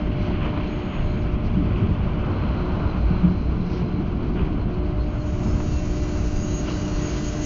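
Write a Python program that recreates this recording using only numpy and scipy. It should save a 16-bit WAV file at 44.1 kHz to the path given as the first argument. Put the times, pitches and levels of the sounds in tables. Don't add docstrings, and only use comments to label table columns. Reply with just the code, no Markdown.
import sys
import numpy as np
from scipy import signal
from scipy.fft import rfft, irfft
from scipy.io import wavfile
from scipy.ndimage import uniform_filter1d

SR = 44100
rng = np.random.default_rng(int(sys.argv[2]) if len(sys.argv) > 2 else 0)


def waveform_to_disk(signal):
    frames = np.transpose(np.atleast_2d(signal))
    scaled = np.clip(frames, -1, 1) * 32767
    samples = np.round(scaled).astype(np.int16)
    wavfile.write(sys.argv[1], SR, samples)


N = 328545
TIME = np.arange(N) / SR
MAINS_HZ = 50.05
DRIVE_ON_S = 4.9

# time_s, roar_db, hiss_db
TYRE_LEVELS = [(0, -41, -45.5), (.6, -40.5, -43.5), (1.35, -41, -47), (2.4, -38.5, -46.5),
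               (3.2, -41, -47.5), (3.4, -42, -50), (5.0, -42.5, -50.5), (6.4, -44, -51.5), (7.0, -41, -50),
               (7.45, -46, -50)]
# pitch_hz, width_hz, gain_db
PANEL_MODES = [(136.2, 22.4, -3), (183.2, 38.5, -3.5), (224.7, 12.9, -2), (257, 48, -11.5),
               (320.7, 47, -11.5), (373, 31, -16.5), (430.6, 53, -18.5)]


def undb(db):
    return 10 ** (np.asarray(db) / 20)


def unit(x):
    return x / np.sqrt(np.mean(x ** 2))


def curves(table):
    time_s, *columns = np.transpose(table)
    return [np.interp(TIME, time_s, column) for column in columns]


def gate(start_s, end_s, edge_s):
    return np.clip(np.minimum(TIME - start_s, end_s - TIME) / edge_s + .5, 0, 1)


def swell(peak_s, half_s):
    return np.exp(-((TIME - peak_s) / half_s) ** 2)


def walk(rate_hz):
    step = int(SR / rate_hz)
    held = np.repeat(rng.standard_normal(N // step + 1), step)
    return 1.22 * uniform_filter1d(uniform_filter1d(held, step), step)[:N]


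def colour(spectrum, hz):
    freq_hz, gain_db = np.transpose(spectrum)
    inside = undb(np.interp(np.log(hz + 1), np.log(freq_hz), gain_db))
    return inside * np.minimum(hz / freq_hz[0], 1) ** 4 / np.maximum(hz / freq_hz[-1], 1) ** 4


def noise(spectrum):
    hz = np.arange(N // 2 + 1) * SR / N
    return unit(irfft(rfft(rng.standard_normal(N)) * colour(spectrum, hz), N))


def ring(force, modes):
    out = 0
    for k, (hz, width_hz, db) in enumerate(modes):
        resonator = signal.iirpeak(hz, hz / width_hz, SR)
        out = out + (-1) ** k * undb(db) * signal.lfilter(*resonator, force)
    return out


def whistles():
    # start_s, end_s, pitch_hz, level_db
    tones = [(0, 4.2, 2308, -65), (0, 1.1, 3020, -63), (2.38, 4.0, 4096, -63.5)]
    out = 0
    for start_s, end_s, hz, db in tones:
        turns = np.cumsum(hz + 4 * walk(120)) / SR
        envelope = undb(db + 1.5 * walk(12)) * gate(start_s, end_s, edge_s=0.056)
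        out = out + np.sqrt(2) * np.sin(2 * np.pi * turns) * envelope
    return out


def fans():
    # time_s, beat_hz
    beats = [(0, 2.04), (2.5, 2.0), (4.3, 1.9), (5.0, 1.55), (6, 1.75), (6.6, 2.0), (7.45, 1.85)]
    # freq_hz, gain_db
    rush_spectrum = [(240, 3), (330, 2), (385, 4), (415, -1), (445, 2), (500, -8), (560, -6), (610, -4),
                     (740, -4), (850, -14), (1100, -12.5), (1350, -17.5)]
    blade_hz, blade_db, rush_db = 359.4, -39, -39
    beat_hz, = curves(beats)
    turns = np.cumsum(blade_hz + 0.36 * walk(2.59)) / SR
    lag = np.cumsum(beat_hz) / SR / 2
    pair = np.sin(2 * np.pi * (turns - lag)) - 0.74 * np.sin(2 * np.pi * (turns + lag))
    blades = unit(pair) * undb(blade_db + 0.76 * walk(7.0))
    return blades + noise(rush_spectrum) * undb(rush_db + .5 * walk(5))


def rectifier():
    # time_s, sixth_db, twelfth_db
    ripple_levels = [(0, -37, -40.5), (.8, -35.5, -42.5), (1.15, -40, -43.5), (1.4, -41, -45.5),
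                     (2.7, -39.5, -44.5), (3.5, -40, -48.5), (4.2, -43, -53), (4.7, -42.5, -54),
                     (4.8, -36.5, -41), (6.0, -34, -43.5), (7.45, -33, -41.5)]
    out = 0
    for order, db in zip((6, 12), curves(ripple_levels)):
        turns = order * MAINS_HZ * TIME + rng.random()
        out = out + np.sqrt(2) * np.sin(2 * np.pi * turns) * undb(db + 0.5 * walk(9))
    return out


def mains_lines(orders, gains, flicker_db, start_s):
    on = TIME >= start_s
    t = TIME[on]
    flicker = np.tile(undb(flicker_db * walk(18)), 2)
    wander_turns = np.tile(.11 * walk(45), 2)
    lines = 0
    for order, gain in zip(orders, gains):
        waver = flicker[rng.integers(N):][:len(t)]
        turns = MAINS_HZ * order * t + rng.random() + wander_turns[rng.integers(N):][:len(t)]
        lines = lines + gain * waver * np.sin(2 * np.pi * (turns % 1), dtype=np.float32)
    out = np.zeros(N)
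    out[on] = unit(lines)
    return out


def drive_gain():
    base_db, rise_s, growth_db_per_s = -51, 0.46, 3
    since_s = np.maximum(TIME - DRIVE_ON_S, 0)
    return (1 - np.exp(-(since_s / rise_s) ** 2)) * undb(base_db + growth_db_per_s * since_s)


def coil_buzz():
    # pitch_hz, gain_db
    casing_peaks = [(2805, -60.5), (2002, -61), (2703, -61), (4307, -66), (4506, -66), (4807, -65.5),
                    (4904, -66), (5103, -67), (5206, -65), (5308, -70), (5405, -68), (5507, -73),
                    (5604, -68), (5706, -69), (5809, -62.5), (5905, -66.5), (6008, -65.5), (6105, -64.5),
                    (6207, -66.5), (6309, -63.5)]
    # freq_hz, gain_db
    spectrum = [(1500, 16.5), (2000, -3), (2400, 0), (2750, -3), (3100, -0.5), (3400, -6), (3750, -3.5),
                (4000, -2), (4600, -1.5), (5200, -14), (5550, -2.5), (5830, -6), (6200, -7.5), (6550, 3),
                (6900, -3.5), (7300, -8)]
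    favoured = {round(hz / MAINS_HZ): undb(db) for hz, db in casing_peaks}
    orders = np.arange(36, 147)
    gains = [favoured.get(k, colour(spectrum, MAINS_HZ * k) * undb(-67 - 6 * (k % 2))) for k in orders]
    lines = mains_lines(orders, gains, flicker_db=3, start_s=DRIVE_ON_S)
    sizzle = (lines + undb(-5) * noise(spectrum)) * undb(1.3 * walk(110))
    return sizzle * drive_gain()


def coil_whine():
    # start_s, length_s, level_db
    surges = [(.68, 0.55, -66.5), (6.353, 0.26, -45), (7.02, 0.088, -46), (7.235, 0.078, -46),
              (7.414, .1, -41.5)]
    # freq_hz, gain_db
    spectrum = [(6300, -1), (6450, -17), (6600, 1.5), (6720, -6), (6850, -17), (7100, -42.5)]
    surge_gain = sum(undb(db) * gate(s, s + length_s, edge_s=0.038) for s, length_s, db in surges)
    orders = np.arange(126, 138)
    gains = colour(spectrum, MAINS_HZ * orders) * undb(-8 * (orders % 2))
    lines = mains_lines(orders, gains, flicker_db=3, start_s=0)
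    hiss = unit(ring(noise(spectrum), [(6620, 250, 0)]))
    return unit(lines + undb(-3) * hiss) * np.hypot(drive_gain() * undb(-7.5), surge_gain)


def collectors():
    # freq_hz, gain_db
    spectrum = [(3400, -10), (3750, 1), (4100, 5.5), (4600, 1.5), (5000, -3), (5600, -8), (6050, -7),
                (6700, -11.5), (7100, -28)]
    mean_db, follow_db_per_db = -60.5, 0.24
    _, hiss_db = curves(TYRE_LEVELS)
    level_db = mean_db + follow_db_per_db * (hiss_db - hiss_db.mean())
    return noise(spectrum) * undb(level_db + 1.7 * walk(60))


def squeaks():
    # peak_s, half_s, pitch_hz, level_db
    rubs = [(0.577, 0.014, 4000, -58), (0.68, .025, 4130, -59), (1.098, 0.033, 4100, -56.5),
            (2.91, .022, 4070, -55.5), (3.162, 0.03, 4020, -57), (4.62, .025, 4150, -62),
            (4.82, .025, 4150, -60), (5.009, 0.022, 4200, -56), (5.208, 0.023, 4290, -55.5),
            (6.024, 0.035, 4200, -58)]
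    warped_s = np.cumsum(1 + 0.022 * walk(600)) / SR
    tones = sum(undb(db) * swell(s, half_s) * np.sin(2 * np.pi * hz * warped_s)
                for s, half_s, hz, db in rubs)
    return np.sqrt(2) * tones * undb(3.5 * walk(200))


def rasps():
    # start_s, end_s, pitch_hz, width_hz, level_db
    contacts = [(.1, 1.2, 4130, 700, -61.5), (2.3, 3.25, 4090, 650, -60.5), (3.25, 4.0, 4120, 600, -66),
                (6.42, 7.02, 2880, 220, -53), (6.67, 6.725, 2880, 450, -43.5), (7.22, 7.5, 2880, 220, -55)]
    out = 0
    for start_s, end_s, hz, width_hz, db in contacts:
        slips = rng.standard_normal(N) * undb(1.5 * walk(90))
        mode = [(hz, width_hz, 0)]
        rasp = unit(ring(ring(slips, mode), mode))
        out = out + rasp * undb(db) * gate(start_s, end_s, edge_s=0.045)
    return out


def rattles():
    # start_s, decay_s, level_db
    bursts = [(.415, .035, -40), (.44, .035, -41), (.6, .04, -44), (.945, .05, -43), (1.76, .04, -44.5),
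              (4.39, .06, -45)]
    # pitch_hz, width_hz, gain_db
    fitting_modes = [(975, 52, 5), (1290, 90, 1), (2280, 230, -19), (2520, 240, 0.5), (2880, 180, -1.5)]
    taps_per_s = 300
    taps = (rng.random(N) < taps_per_s / SR) * rng.standard_normal(N)
    envelope = sum(undb(db) * (TIME >= s) * np.exp(-np.abs(TIME - s) / decay_s)
                   for s, decay_s, db in bursts)
    return unit(ring(taps, fitting_modes)) * envelope


def clacks():
    # start_s, level_db
    strikes = [(.250, -40), (.306, -34), (.428, -35), (.459, -32.5), (.529, -35), (.573, -30.5),
               (.599, -35), (.967, -38), (5.462, -37), (5.6, -31.5), (6.988, -40)]
    # freq_hz, gain_db
    spectrum = [(600, 2.5), (1000, 9), (1400, -5), (1900, -3), (2500, -4), (3100, -14), (4200, -17),
                (5200, -37)]
    length_s, decay_s = .1, .01
    envelope = 0
    for s, db in strikes:
        decay = np.exp(-np.minimum(np.abs(TIME - s), length_s) / decay_s)
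        envelope = envelope + undb(db) * gate(s, s + length_s, edge_s=.003) * decay
    return noise(spectrum) * envelope


def cabin_drone():
    # peak_s, level_db
    booms = [(1.572, -18), (1.85, -29), (3.11, -20.5), (3.245, -15.5), (3.44, -27), (3.57, -27),
             (3.68, -28), (3.829, -20.5), (3.99, -22.5)]
    pitch_hz, floor_db, attack_s, decay_s = 179.7, -42, 0.014, 0.044
    envelope = undb(floor_db) + undb(-36.5) * gate(start_s=3.5, end_s=4, edge_s=0.1)
    for s, db in booms:
        boom = np.exp(-np.maximum((s - TIME) / attack_s, (TIME - s) / decay_s))
        envelope = np.hypot(envelope, undb(db) * boom)
    turns = np.cumsum(pitch_hz + 6 * walk(30)) / SR
    return np.sqrt(2) * np.sin(2 * np.pi * turns) * envelope * undb(2 * walk(28.12))


def tyres():
    # start_s, length_s, roar_db, hiss_db
    coarse_patches = [(0.216, 0.091, -42, -55), (0.413, 0.073, -37, -43), (0.536, 0.056, -39, -57),
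                      (0.936, 0.093, -46.5, -47), (1.697, 0.16, -54, -49.5), (2.24, 0.76, -38.5, -58),
                      (2.4, .16, -54, -48), (2.793, 0.09, -37, -54), (3.096, 0.21, -39.5, -53),
                      (3.672, 0.16, -52, -51.5), (4.367, .11, -41, -46.5), (5.45, .2, -48, -62),
                      (6.044, 0.14, -45, -57), (6.664, 0.055, -39, -44), (7.045, 0.14, -44, -45)]
    # freq_hz, gain_db
    roar_spectrum = [(480, -0.5), (640, 1.5), (830, -2.5), (1020, 0), (1250, -3), (1480, -5), (1700, -18.5)]
    # freq_hz, gain_db
    hiss_spectrum = [(940, -34.5), (1600, 0.5), (1660, -3), (1820, -4.5), (2060, 0), (2370, 1), (3100, -2),
                     (3500, -9.5), (4550, -44), (7700, -120)]
    roar_power, hiss_power = undb(curves(TYRE_LEVELS)) ** 2
    for start_s, length_s, roar_db, hiss_db in coarse_patches:
        on_patch = gate(start_s, start_s + length_s, edge_s=0.033)
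        roar_power += on_patch * undb(roar_db) ** 2
        hiss_power += on_patch * undb(hiss_db) ** 2
    flutter = walk(35)
    roar = noise(roar_spectrum) * np.sqrt(roar_power) * undb(0.8 * flutter)
    hiss = noise(hiss_spectrum) * np.sqrt(hiss_power) * undb(0.64 * flutter)
    return roar + hiss


def scuffs():
    # peak_s, half_s, level_db
    rubs = [(0.248, 0.044, -57), (1.463, 0.025, -57.5), (3.105, 1, -67), (3.748, 0.066, -53.5),
            (5.75, .07, -53.5), (6.698, 0.038, -46), (6.982, 0.037, -53), (7.12, 0.099, -49)]
    # freq_hz, gain_db
    spectrum = [(1500, -18), (2900, -3), (3500, 1.5), (4300, 7), (6000, 1), (7000, -14.5)]
    return noise(spectrum) * sum(undb(db) * swell(s, half_s) for s, half_s, db in rubs)


def shudders():
    # peak_s, half_s, pitch_hz, level_db
    bursts = [(1.598, 0.029, 285, -25), (1.837, 0.031, 355, -26), (3.277, 0.047, 310, -28.5),
              (4.01, 0.027, 300, -23.5), (4.417, 0.055, 365, -30.5)]
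    jitter_hz = 20
    out = 0
    for s, half_s, hz, db in bursts:
        turns = np.cumsum(hz + jitter_hz * walk(150)) / SR
        out = out + undb(db) * swell(s, half_s) * np.sin(2 * np.pi * turns)
    return out


def bumps():
    # start_s, peak_db
    impacts = [(0.272, -17.5), (1.55, -16.5), (1.821, -15.5), (1.899, -16), (3.099, -18), (3.24, -17.5),
               (3.489, -26), (3.821, -12.5), (5.46, -18)]
    contact_s = 0.0015
    push = np.exp(-(TIME / contact_s - 2) ** 2)
    knock = ring(push[:SR // 2], PANEL_MODES)
    hits = np.zeros(N)
    for s, db in impacts:
        hits[int(s * SR)] += undb(db)
    return signal.fftconvolve(hits, knock / np.abs(knock).max())[:N]


def thuds():
    # peak_s, pitch_hz, level_db
    bounces = [(1.03, 26.85, -20.5), (1.33, 87.1, -20), (1.831, 111.9, -17), (1.91, 80.6, -18.5),
               (2.49, 54.9, -20), (2.87, 74.2, -19), (3.065, 54.6, -14.5), (3.25, 60, -19),
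               (3.497, 61.6, -16), (4.43, 61.8, -21), (5.0, 58, -21), (5.49, 85.4, -17.5), (5.552, 48, -17),
               (5.752, 66, -16.5), (6.97, 45, -22)]
    half_cycles = 1.9
    return sum(undb(db) * swell(s, half_cycles / hz) * np.sin(2 * np.pi * (hz * TIME + rng.random()))
               for s, hz, db in bounces)


def shaken(modes, level_db, cutoff_hz):
    rubber = signal.butter(3, cutoff_hz, fs=SR, output="sos")
    force = signal.sosfilt(rubber, rng.standard_normal(N))
    rumble = unit(ring(force, modes))
    rumble /= np.sqrt(uniform_filter1d(rumble ** 2, SR // 6))
    return rumble * undb(level_db)


def car_body():
    # time_s, frame_db, panel_db
    ride_levels = [(0, -24.5, -27.5), (.5, -24.5, -28), (.9, -31.5, -31.5), (1.0, -24.5, -29),
                   (1.7, -22, -27), (2.6, -25.5, -27.5), (3.1, -23, -29.5), (3.8, -27.5, -29),
                   (4.45, -24, -26.5), (5.25, -25, -34.5), (5.48, -23.5, -26.5), (5.9, -24.5, -32),
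                   (6.35, -22.5, -30), (6.65, -27.5, -29.5), (7.45, -28, -30)]
    # pitch_hz, width_hz, gain_db
    frame_modes = [(24, 11, -2.5), (44, 9.6, -2), (56, 14, 1), (83.3, 6.3, -3), (93.3, 7.9, -1.5),
                   (124, 25, -12)]
    frame_db, panel_db = curves(ride_levels)
    frame = shaken(frame_modes, frame_db, cutoff_hz=182) + thuds()
    panels = shaken(PANEL_MODES, panel_db, cutoff_hz=587) + bumps() + shudders()
    return frame + panels


def scene():
    running = car_body() + cabin_drone() + tyres() + scuffs() + collectors() + squeaks() + rasps()
    fittings = rattles() + clacks()
    equipment = rectifier() + whistles() + fans() + coil_buzz() + coil_whine()
    return (running + fittings + equipment)[None]


def record(dry):
    cutoff_hz = 7280
    return signal.sosfilt(signal.ellip(14, .2, 90, cutoff_hz, fs=SR, output="sos"), dry)


dry = scene()
out = record(dry)
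waveform_to_disk(out)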